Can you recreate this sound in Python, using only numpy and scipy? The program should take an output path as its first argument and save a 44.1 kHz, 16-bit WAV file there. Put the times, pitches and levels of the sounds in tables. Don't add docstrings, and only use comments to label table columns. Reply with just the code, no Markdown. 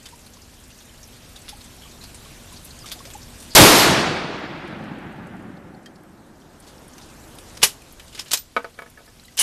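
import sys
import numpy as np
from scipy import signal
from scipy.fft import rfft, irfft, next_fast_len
from scipy.io import wavfile
from scipy.ndimage import uniform_filter1d

SR = 44100
rng = np.random.default_rng(int(sys.argv[2]) if len(sys.argv) > 2 else 0)


def store_pcm(level_fs):
    pcm = np.round(np.clip(level_fs, -1, 1) * 32767).astype(np.int16)
    wavfile.write(sys.argv[1], SR, np.atleast_2d(pcm).T)


def gain_from_db(level_db):
    decades = np.asarray(level_db, float) / 20
    return 10 ** decades


N = 415422
T = np.arange(N) / SR
FIRED = 3.5495

# (frequency [Hz], level [dB per Hz])
HISS_TONE = [(880, -21.5), (1500, -3.5), (2040, -1.5), (2730, 0.5), (7630, -2.5), (12500, -7.5),
             (13400, -6.5), (14000, -13)]
# (frequency [Hz], level [dB per Hz])
WASH_TONE = [(150, -37), (250, -3.5), (312, 0), (409, -2), (643, -3.5), (1680, -10.5), (2500, -23),
             (3250, -49), (5500, -120)]
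# (frequency [Hz], level [dB per Hz])
RUMBLE_TONE = [(12, -30.5), (20, -2), (70, -1), (166, -7), (236, -10), (258, -8.5), (285, -14), (400, -23),
               (520, -38), (880, -120)]
# (time [s], level [dB])
QUIET_GAIN = [(0, -0.5), (.55, -2), (1.5, 1), (2.4, 2.5), (3.5, 3.5), (3.8, -11), (5.8, -14), (6.45, -10),
              (6.8, -4), (7.38, 0), (7.6, 1), (7.8, -2), (8.27, -2.5), (8.42, -6.5), (9.04, -5),
              (9.42, -4.5)]
# (time [s], peak level [dB], note [Hz], splash [dB])
EARLY_DROPS = [(.0563, -28.5, 3400, 0), (.087, -37, 9000, -2), (.2633, -38, 4300, -3),
               (.3346, -36, 6430, -5), (.4179, -38, 5080, -18), (.7038, -42, 2740, 3.5),
               (.7871, -38, 6170, -6), (.8036, -39, 3490, 0), (1.0286, -34, 5960, -4.5),
               (1.3593, -29.5, 3680, -1.5), (1.4865, -24, 3580, -2.5), (1.6077, -35, 4160, -2),
               (1.6412, -34.5, 7900, -6), (1.9126, -38, 4060, -6), (2.0373, -28.5, 4600, -4),
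               (2.144, -29.5, 8300, -7), (2.2458, -40.5, 3120, 5), (2.5252, -32.5, 9300, -11),
               (2.5631, -33, 4630, -9), (2.596, -43, 8500, -10), (2.6469, -28, 10300, -15),
               (2.7053, -32, 4230, -10), (2.7896, -44, 6500, 2), (2.8972, -40, 7330, 3),
               (2.916, -20.5, 3510, -4.5), (2.9891, -36, 5400, -4), (3.1018, -35, 3480, 3),
               (3.1353, -30, 7400, -6), (3.3807, -35, 8200, -13), (3.4002, -31, 8130, -3)]
# (time [s], peak level [dB], note [Hz], splash [dB])
LATER_DROPS = [(3.534, -38, 6960, 5.5), (4.6748, -44, 3380, 8), (4.8394, -43, 3400, 4.5),
               (5.2669, -55, 7500, 3), (5.5694, -42, 3960, -7), (5.8596, -44, 4560, -1),
               (5.9564, -42.5, 4650, -1), (6.4194, -41, 3270, -12.5), (6.6004, -33, 9400, -14),
               (6.7795, -37, 5200, -14), (6.88, -33, 9500, -20), (6.9346, -33, 6000, -11),
               (6.981, -35, 5630, 4), (7.013, -37, 3620, 1), (7.0994, -38, 5590, -2),
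               (7.3854, -34, 3520, 5.5), (7.5707, -35.5, 3700, 10.5), (7.8194, -36, 2520, -2),
               (7.9234, -30, 11200, -20), (8.8994, -35, 11070, -7), (9.196, -32.5, 4160, -7)]
# (time [s], peak level [dB], note [Hz], splash [dB])
LEAF_SPRAYS = [(1.8173, -38.5, 3140, -4), (2.0118, -38, 4100, -4), (2.858, -40.5, 3520, 8),
               (3.4186, -37.5, 8900, -3), (3.5054, -32, 4600, -9), (6.62, -51, 4850, 4),
               (6.6678, -50.5, 4230, 9)]
# (time [s], peak level [dB], note [Hz])
PUDDLE_DRIPS = [(.126, -28.5, 964), (.369, -38.5, 1060), (1.527, -27.5, 835), (1.855, -34, 1140),
                (2.259, -36, 1140), (2.522, -34, 1010), (2.957, -32.5, 720), (2.98, -38, 700),
                (3.148, -25, 832)]
# (time [s], peak level [dB], note [Hz], time to fall 60 dB [s])
SECOND_NOTES = [(.0568, -43, 2600, .053), (1.3593, -41, 2090, .045), (1.4867, -29, 4900, 0.11),
                (2.9186, -24, 4600, 0.092), (2.919, -24.5, 11300, 0.093), (3.054, -26, 930, 0.024),
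                (3.068, -26, 700, 0.045), (3.053, -22.5, 549, 0.037), (5.858, -44, 4500, 0.1),
                (5.859, -28.5, 1820, 0.05), (7.631, -15, 414, 0.1), (7.631, -21.5, 175, 0.081),
                (8.566, -28.5, 213, 0.1)]
# (time [s], length [s], level [dB], first pitch [Hz], last pitch [Hz])
BIRD_CALL = (2.799, .042, -44, 5450, 4450)
# (time [s], peak level [dB], centre [Hz],
# width [octaves], time to fall 60 dB [s])
TICKS_AND_SPECKS = [(1.029, -43, 6030, 0.094, .06), (1.4815, -22.5, 2500, 1, 0.017),
                    (1.488, -30, 11100, .04, 0.091), (1.616, -42, 3630, .05, .05), (2.013, -30, 3960, .04, 0.058),
                    (2.79, -20, 5500, 0.52, 0.01), (2.843, -31, 1270, 0.093, 0.076), (2.878, -30, 7500, .5, .01),
                    (2.888, -21, 5000, .4, 0.012), (2.897, -20, 6500, .5, 0.011), (2.912, -19, 3000, 0.89, 0.011),
                    (2.99, -34, 3500, .06, .05), (3.005, -33.5, 1080, .1, .06), (3.06, -33, 4000, .6, .04),
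                    (3.095, -37, 9100, 0.027, .08), (3.108, -38, 12300, .03, .1), (3.177, -32, 10500, .3, .012),
                    (4.39, -49, 11000, 0.34, .05), (4.985, -47.5, 8500, .5, .05), (5.125, -49, 8470, 0.62, .05),
                    (5.27, -47, 8780, 0.55, .06), (5.366, -52, 8000, .4, 0.055), (5.748, -43.5, 4500, .1, .04),
                    (5.83, -47, 7500, 0.37, .04), (5.861, -28, 3980, 0.92, 0.016), (6.035, -42, 10040, 0.65, .015),
                    (7.0, -40, 3670, .05, .05), (6.68, -43, 4020, 0.63, 0.1), (7.02, -39, 4500, 0.69, 0.24),
                    (7.385, -36, 9600, 0.33, 0.11), (8.127, -38, 3200, .5, .03), (8.194, -21, 5500, 0.5, .02),
                    (8.334, -26, 415, 0.68, 0.063), (8.3735, -17, 6500, .9, .008), (9.2815, -34, 3530, .7, 0.015),
                    (9.23, -45, 1500, 0.45, .06), (9.237, -38, 7500, .3, .03), (9.254, -38, 10000, .5, .05),
                    (9.338, -49, 8800, .04, 0.046),
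                    (.056, -36, 4940, .08, .06), (.057, -38, 8000, .3, .05), (.13, -40, 8500, .2, .015),
                (.178, -40, 7500, .25, .04), (.418, -38, 6500, .3, .025), (.6, -39, 8500, .3, .06),
                (.638, -38, 8000, .2, .04), (.727, -38, 6040, .08, .05), (.893, -39, 3000, .1, .06),
                (1.04, -35, 5600, .08, .05), (2.436, -36, 8100, .2, .02), (8.1485, -32, 2920, .06, .04),
                (8.15, -33, 5000, .08, .06), (8.1945, -20, 3280, 0.056, .04),
                (8.196, -20, 5080, 0.071, 0.066), (8.598, -34, 1530, .04, .15), (8.742, -44, 4200, .35, .1),
                (8.777, -40, 3200, .08, .04), (8.861, -38, 1750, .08, .06), (8.975, -36, 1740, .08, 0.086),
                (9.077, -39.5, 1750, .1, .06), (7.631, -22, 150, .5, 0.11), (5.86, -35, 3200, .03, 0.076),
                (8.645, -36, 4500, .4, .05), (8.789, -42, 4200, 0.46, 0.046), (2.25, -37, 3100, .05, .05),
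                (8.334, -14, 10100, .25, .02), (9.063, -42, 4500, .3, .03), (9.083, -41, 5200, .15, 0.043),
                (9.251, -38, 6050, 1.2, .012)]
# (time [s], level [dB], note [Hz], time to fall 60 dB [s])
THIN_METAL_NOTES = [(7.631, -18, 887, 0.066), (7.631, -19, 1930, 0.088), (7.631, -15, 2390, 0.083),
                    (7.632, -20, 5470, .1), (7.632, -14, 6170, 0.09), (7.632, -5.5, 10770, .06),
                    (8.318, -34, 13900, .12), (8.33, -24, 13800, .06), (8.337, -20, 13800, 0.069),
                    (8.372, -35, 13880, 0.12), (8.39, -29, 13940, 0.11), (9.2475, -44.5, 4010, .08),
                    (9.282, -42, 2000, .04), (9.321, -47, 4830, .04), (9.371, -35, 12600, .05),
                    (9.379, -28, 3060, 0.12), (9.391, -22, 2940, 0.055), (9.394, -8.5, 9700, 0.05),
                    (9.407, -15, 2990, 0.06), (9.412, -16, 9700, .1)]
# (time [s], peak level [dB], low knock [dB], high knock [dB], tick [dB])
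CASE_BOUNCES = [(8.5649, -8, -12, 0.5, -25), (8.6444, -23.5, -9.5, -6, -17), (8.742, -54, -18, 0, -3),
                (8.778, -43.5, -6, -3, -14), (8.789, -25, -14, 5, -11), (8.82, -27, -11.5, 3, -12),
                (8.86, -40, -7, 0, -14), (8.874, -43, -15, 3, -12), (8.975, -39, -13, 0, -20),
                (8.989, -45, -13, -2, -20), (9.005, -46, -2.5, -3, -25), (9.078, -44, -10, 0, -13)]
# (frequency [Hz], level [dB], time to fall 60 dB [s])
PLANK_NOTES = [(273, -9.5, 0.18), (425, -14, 0.11), (473, 0.5, 0.12), (547, 6.5, .033), (667, 2, 0.076),
               (893, -2, 0.082), (1040, -11, 0.098), (1130, -2, .08), (1275, 10, 0.057), (1490, 10, 0.038),
               (1680, 6, 0.034), (2250, 3.5, 0.055), (3905, -10, .045), (4550, -15, .045)]
# (frequency [Hz], width [Hz], level [dB])
STEEL_NOTES = [(2960, 110, 7.5), (3400, 110, -27), (5450, 130, -7), (6110, 91, 6), (7900, 83, -19.5),
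               (9700, 90, -4), (10100, 300, -2), (13980, 360, -8)]
# (time [s], peak level [dB], time to fall 60 dB [s], loudest region [Hz])
BOLT_UNLOCK = [(7.618, -18, 0.1, 2500), (7.6245, -16, .05, 6500), (7.629, 2.5, 0.051, 3500),
               (7.632, 7, 0.047, 4500), (7.6436, 2.5, 0.032, 9600), (7.668, -16, .06, 9000)]
# (time [s], peak level [dB], time to fall 60 dB [s], loudest region [Hz])
BOLT_DRAW = [(7.997, -26.5, 0.041, 2360), (8.08, -35, .05, 5500), (8.1275, -33, 0.02, 4500),
             (8.131, -36, 0.11, 3200), (8.141, -41, .05, 8000), (8.1485, -25, 0.07, 3560),
             (8.162, -36, .08, 4500), (8.1755, -29, 0.17, 2000), (8.190, -24, .04, 4000),
             (8.1933, -15, .03, 3500), (8.1956, -19, 0.035, 4800), (8.2055, -26, .05, 5000),
             (8.213, -28, .04, 5000), (8.259, -35.5, 0.22, 2500), (8.28, -34, 0.14, 4470)]
# (time [s], peak level [dB], time to fall 60 dB [s], loudest region [Hz])
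BOLT_EJECT = [(8.31, -16, .026, 4000), (8.316, -5.5, 0.03, 4360), (8.3262, -10, 0.025, 4500),
              (8.3333, -1.5, 0.06, 5900), (8.336, -13, 0.11, 5000), (8.3735, -11.5, 0.019, 5660),
              (8.378, -24, 0.065, 5950), (8.391, -38, 0.047, 6300)]
# (time [s], peak level [dB], time to fall 60 dB [s], loudest region [Hz])
BOLT_CLOSE = [(9.249, -43.5, .081, 4030), (9.2815, -36, .03, 3000), (9.3214, -45, .053, 4800),
              (9.3703, -17, 0.027, 12500), (9.3757, -15, 0.17, 5000), (9.388, -12, 0.035, 3000),
              (9.3899, -5.5, 0.04, 6100), (9.396, -5, .07, 8050), (9.4027, -6, 0.065, 8040),
              (9.4061, -8.5, 0.11, 3400), (9.4114, -4.5, 0.062, 8040)]
# (ring of the steel [dB], broad crack [dB])
BOLT_STROKES = [
    (-7, -2),
    (-8, 7),
    (-14, -0.5),
    (3.5, 0),
]
# (frequency [Hz], level [dB per Hz])
BLAST_TONE = [(180, -36.5), (300, -2), (423, -4), (559, -7.5), (616, -5), (4540, -15), (12100, -34),
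              (14300, -45), (15000, -115)]
# (level [dB], time to fall 60 dB [s])
TREE_ECHOES = [
    (3.5, 0.38),
    (-10, 1.695),
    (-24.5, 5.27),
]
# (frequency [Hz], loss [dB per s of travel])
AIR_DULLING = [(500, 4), (1000, 2.5), (1500, -4), (3000, 5.5), (5000, 19), (8000, 42), (10500, 67.5),
               (13000, 100.5)]
# (frequency [Hz], level [dB per Hz])
BOOM_TONE = [(29, -51), (48, -13.5), (95, -12.5), (132, 3.5), (175, -4), (260, -2), (353, 3.5), (431, -6.5),
             (585, 1.5), (677, -14), (1200, -17.5), (1560, -47.5), (2640, -120)]
# (frequency [Hz], level [dB per Hz])
ROLL_TONE = [(24, -47), (40, -17.5), (189, 3.5), (343, -2.5), (463, -17), (521, -9), (676, -16), (740, -10),
             (900, -14.5), (1170, -52), (1980, -120)]
# (delay [s], level [dB], spread [s])
FAR_SLOPES = [
    (0.399, -29, .25),
    (1.45, -37, .6),
    (2.5, -49.5, 1.1),
]
# (delay [s], rise [dB])
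SLAP_ECHOES = [(.503, 2), (.62, 4), (.70, 6), (.797, 14), (.89, 9), (1.155, 5), (1.369, 7.5), (1.5, 4),
               (1.66, 3.5), (1.85, 4), (2.03, 4), (2.2, 6)]
# (time [s], level [dB])
OVERLOAD_POINT = [(3.55, -5.2), (3.575, -4.1), (3.63, -4.2), (3.7, -7.6), (3.8, -8.6), (3.97, -9.6),
                  (4.04, -7), (6.2, -7), (7, -4), (7.7, -4), (8.3, -5.5), (9.3, -8)]


def unit(x):
    return x / np.sqrt(np.mean(x ** 2) + 1e-20)


def along(points, hz):
    f, v = np.transpose(points)
    return np.interp(np.log(hz + 1), np.log(f + 1), v)


def curve(points):
    return np.interp(T, *np.transpose(points))


def filtered(x, response):
    m = next_fast_len(len(x) + 8192)
    return irfft(rfft(x, m) * response(np.fft.rfftfreq(m, 1 / SR)), m)[:len(x)]


def hump(hz, octaves):
    return lambda f: np.exp(-(np.log2((f + 1) / hz) / octaves) ** 2)


def rush(spectrum, patchy_db):
    z = signal.stft(rng.standard_normal(N), nperseg=512)[2]
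    field = uniform_filter1d(rng.standard_normal(z.shape), size=8, axis=0)
    field = uniform_filter1d(field, size=6, axis=1)
    patchy = signal.istft(z * gain_from_db(patchy_db * unit(field)), nperseg=512)[1][:N]
    return unit(filtered(patchy, lambda hz: gain_from_db(along(spectrum, hz))))


def add(track, s, sound):
    part = track[round(s * SR):][:len(sound)]
    part += sound[:len(part)]


def fade(t, t60, rise):
    return gain_from_db(-60 * t / max(t60, .005)) * (1 - np.exp(-t / rise))


def lingering(db, loss_db_per_s):
    return np.sqrt(1 + (T > FIRED) * gain_from_db(db - loss_db_per_s * (T - FIRED)) ** 2)


def rain():
    patter = np.zeros(N)
    t = np.arange(1500) / SR
    for s, size, pitch in rng.random((170, 3)):
        grit = unit(filtered(rng.standard_normal(len(t)), hump(4000 * 2.9 ** pitch, octaves=.5)))
        level_db = -6 * np.log10(size + .05)
        add(patter, s * N / SR, grit * fade(t, 0.048, .0015) * gain_from_db(level_db))
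    hum = gain_from_db(-8.0) * np.sin(2 * np.pi * 237.5 * T)
    near = gain_from_db(-50.5) * (rush(HISS_TONE, patchy_db=2.0) + 0.98 * patter)
    wash = gain_from_db(-54) * rush(WASH_TONE, patchy_db=0.54) * lingering(29.5, 6.74)
    low = gain_from_db(-49) * (rush(RUMBLE_TONE, patchy_db=0.25) * lingering(15, 5.9) + hum)
    return gain_from_db(curve(QUIET_GAIN)) * (near + wash + low)


def drops():
    track, t = np.zeros(N), np.arange(SR // 8) / SR
    kinds = [(EARLY_DROPS, 0.077), (LATER_DROPS, 0.04), (LEAF_SPRAYS, 0.31)]
    falls = [(s, db, hz, t60, splash_db) for rows, t60 in kinds for s, db, hz, splash_db in rows]
    falls += [(s, db, hz, 0.06, -30) for s, db, hz in PUDDLE_DRIPS]
    falls += [(*row, -5.5) for row in SECOND_NOTES]
    for s, db, hz, t60, splash_db in falls:
        noise = rng.standard_normal((3, len(t)))
        note = unit(filtered(noise[0], hump(hz, octaves=0.048 + 0.14 * hz / 4000)))
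        splash = unit(filtered(noise[1], lambda f: f / (f + 1500) / (1 + (f / 8000) ** 3)))
        grain = gain_from_db(3.3 * unit(uniform_filter1d(noise[2], size=90)))
        drop = (note + gain_from_db(splash_db) * splash * grain) * fade(t, t60, 0.0024)
        add(track, s - .001, gain_from_db(db - 7.5) * drop)
    return track


def bird():
    s, length, db, from_hz, to_hz = BIRD_CALL
    u = np.arange(round(length * SR)) / (length * SR)
    pitch = to_hz + (from_hz - to_hz) * (1 - u)
    whistle = np.sin(2 * np.pi * np.cumsum(pitch) / SR)
    track = np.zeros(N)
    add(track, s, gain_from_db(db) * np.sin(np.pi * u) * whistle)
    return track


def ticks():
    track, t = np.zeros(N), np.arange(SR // 10) / SR
    for s, db, hz, width, t60 in TICKS_AND_SPECKS:
        grit = unit(filtered(rng.standard_normal(len(t)), hump(hz, octaves=max(width, .02))))
        add(track, s - .0005, gain_from_db(db - 9) * grit * fade(t, t60, .0005))
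    return track


def thin_metal():
    track, t = np.zeros(N), np.arange(SR // 4) / SR
    for s, db, hz, t60 in THIN_METAL_NOTES:
        waver = gain_from_db(2.4 * unit(uniform_filter1d(rng.standard_normal(len(t)), size=200)))
        add(track, s, gain_from_db(db) * waver * np.sin(2 * np.pi * hz * t) * fade(t, t60, 0.00065))
    return track


def plank_ring(t, low_db, high_db):
    ring = np.zeros(len(t))
    for hz, level, t60 in PLANK_NOTES:
        level_luck, pitch_luck = rng.standard_normal(2)
        db = level - 5.5 + 0.82 * level_luck + (low_db + 15.0) * (hz < 950) + high_db * (hz > 1600)
        tone = np.sin(2 * np.pi * hz * t * (1 + 0.0043 * pitch_luck))
        ring += gain_from_db(db) * tone * fade(t, 1.27 * t60, 0.00035)
    return ring


def bounces():
    track, t = np.zeros(N), np.arange(SR // 4) / SR
    for s, db, low_db, high_db, tick_db in CASE_BOUNCES:
        ring = plank_ring(t, low_db, high_db)
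        contact = rng.standard_normal(len(t)) * gain_from_db(-60 * t / .0015)
        contact /= np.linalg.norm(contact)
        knock = ring + 0.2 * signal.fftconvolve(ring, contact)[:len(t)]
        knock *= .9 + .2 * unit(uniform_filter1d(rng.standard_normal(len(t)), size=130))
        tick = gain_from_db(tick_db + 2) * rng.standard_normal(len(t)) * fade(t, 0.045, .0003)
        rattle = gain_from_db(-2) * unit(filtered(rng.standard_normal(len(t)), hump(1170, octaves=1.3)))
        rattle *= fade(t, 0.051, 0.00079) + 0.15 * fade(t, 0.26, .004)
        bounce = filtered(knock + tick + rattle, lambda f: (1j * f / (220 + 1j * f)) ** 2)
        add(track, s, gain_from_db(db - 10.0) * bounce)
    return track


def steel_body(f):
    total = 0
    for k, (centre, width, db) in enumerate(STEEL_NOTES):
        damping = 1j * f * width
        total = total + (-1) ** k * gain_from_db(db) * damping / (centre * centre - f * f + damping)
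    return total


def bolt():
    track, t = np.zeros(N), np.arange(SR // 5) / SR
    for rows, (ring_db, crack_db) in zip([BOLT_UNLOCK, BOLT_DRAW, BOLT_EJECT, BOLT_CLOSE], BOLT_STROKES):
        for s, db, t60, hz in rows:
            broad = gain_from_db(crack_db + 0.43 * db)

            def colour(f):
                crack = broad * f ** 2 / (f ** 2 + 400 ** 2) / (1 + (f / 11000) ** 4)
                return (gain_from_db(ring_db) * steel_body(f) + 1) * (hump(hz, octaves=.95)(f) + crack)

            blow = unit(filtered(rng.standard_normal(len(t)), colour))
            shape = fade(t, t60, 0.00053) + gain_from_db(-15.5) * fade(t, 0.18, 0.0038)
            add(track, s - .0005, gain_from_db(db - 9.5) * blow * shape)
    return track


def slap_levels(since):
    slaps_db = sum(db * np.exp(-((since - delay) / 0.0069) ** 2) for delay, db in SLAP_ECHOES)
    return slaps_db - 4.5 * np.exp(-((since - 0.73) / 0.2) ** 2)


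def tree_echoes(since):
    hz, t, z = signal.stft(rush(BLAST_TONE, patchy_db=1.1), SR, nperseg=256)
    hz = hz[:, None]
    age = np.clip(t - FIRED, 0, 2.5)
    tone_db = -along(AIR_DULLING, hz) * (age - .4).clip(-.15) / (1 + 0.21 * age)
    tone_db -= 11.5 * np.exp(-(age / 0.014) ** 2) / (1 + (hz / 4500) ** 2)
    crack_hz = 500 + 12000 * np.exp(-age / .014)
    crack = gain_from_db(7 - 60 * age / 0.1) * np.exp(-(np.log((hz + 1) / crack_hz) / 0.55) ** 2)
    woods = signal.istft(z * (gain_from_db(tone_db) + crack), SR, nperseg=256)[1][:N]
    echoes = np.sqrt(sum(gain_from_db(db - 60 * since / t60) ** 2 for db, t60 in TREE_ECHOES))
    echoes *= 1 - 0.86 * np.exp(-since / .03)
    echoes *= gain_from_db(-9 * (since - 1.8).clip(0))
    return woods * echoes * (1 - np.exp(-(since / 0.0014) ** 2))


def ground_and_slopes(since, slaps_db):
    rolls = sum(gain_from_db(db) ** 2 * np.exp(-((since - delay) / spread) ** 2) for delay, db, spread in FAR_SLOPES)
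    ground = gain_from_db(-3.5 - 60 * since / 0.38)
    far = rush(ROLL_TONE, patchy_db=1.5) * np.sqrt(rolls + ground ** 2)
    far *= gain_from_db(slaps_db - 1 * (since > 2))
    boom = rush(BOOM_TONE, patchy_db=4.5) * gain_from_db(4.0 - 60 * since / 0.34)
    late = 1 - np.exp(-(since / 0.04) ** 4.5)
    return late * (far + boom)


def muzzle_push(since):
    u = (since - .0022).clip(0) / .0008
    push = gain_from_db(-2.5) * u * np.exp(1 - u) * (1 - .35 * u)
    return push + gain_from_db(-11) * np.sin(2 * np.pi * 40 * since) * fade(since, .15, .004)


def shot():
    since = (T - FIRED).clip(0)
    slaps_db = slap_levels(since)
    excess_db = 12 * np.exp(-(since / 0.55) ** 1.7)
    near = tree_echoes(since) * gain_from_db(0.15 * slaps_db)
    return (near + ground_and_slopes(since, slaps_db)) * gain_from_db(excess_db) + muzzle_push(since)


def scene():
    handling = ticks() + thin_metal() + bounces() + bolt()
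    return np.tile(rain() + drops() + bird() + handling + shot(), (2, 1))


def thin_treble(x):
    hz, t, z = signal.stft(x, SR, nperseg=1024)
    share = .45 * np.exp(-((t - 4.25) / .33) ** 2) * np.clip(hz[:, None] / 8000 - .7, 0, 1.3)
    luck = rng.random((len(hz) // 5 + 1, len(t) // 4 + 1))
    luck = np.kron(luck, np.ones((5, 4)))[:len(hz), :len(t)]
    kept = luck > share * (t > FIRED + .1)
    return signal.istft(z * kept, SR, nperseg=1024)[1][:N]


def channel_slip():
    side, window = np.zeros(N), np.hanning(round(.046 * SR))
    band = lambda f: np.exp(-((f - 4700) / 520) ** 6)
    add(side, 3.777, gain_from_db(-24) * window * unit(filtered(rng.standard_normal(len(window)), band)))
    return np.array([side, -side])


def band_limit(x):
    return signal.sosfilt(signal.butter(12, 16640, fs=SR, output="sos"), x)


def record(dry):
    top, hardness = gain_from_db(curve(OVERLOAD_POINT)), 6
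    clipped = dry[0] / (1 + np.abs(dry[0] / top) ** hardness) ** (1 / hardness)
    kept = filtered(clipped, lambda hz: 1 / (1 + np.exp(np.clip((hz - 14050) / 60, -50, 50))))
    loud = uniform_filter1d(clipped ** 2, size=400) > gain_from_db(-17)
    full_gain = top + (T < FIRED + .03) > gain_from_db(-4.25)
    gate = uniform_filter1d(1. * (loud & full_gain), size=300)
    rest = filtered(clipped * gate, lambda hz: np.exp(-((hz - 15000) / 800) ** 4))
    return band_limit(thin_treble(kept + gain_from_db(-9.5) * rest) + channel_slip())


dry = scene()
out = record(dry)
store_pcm(out)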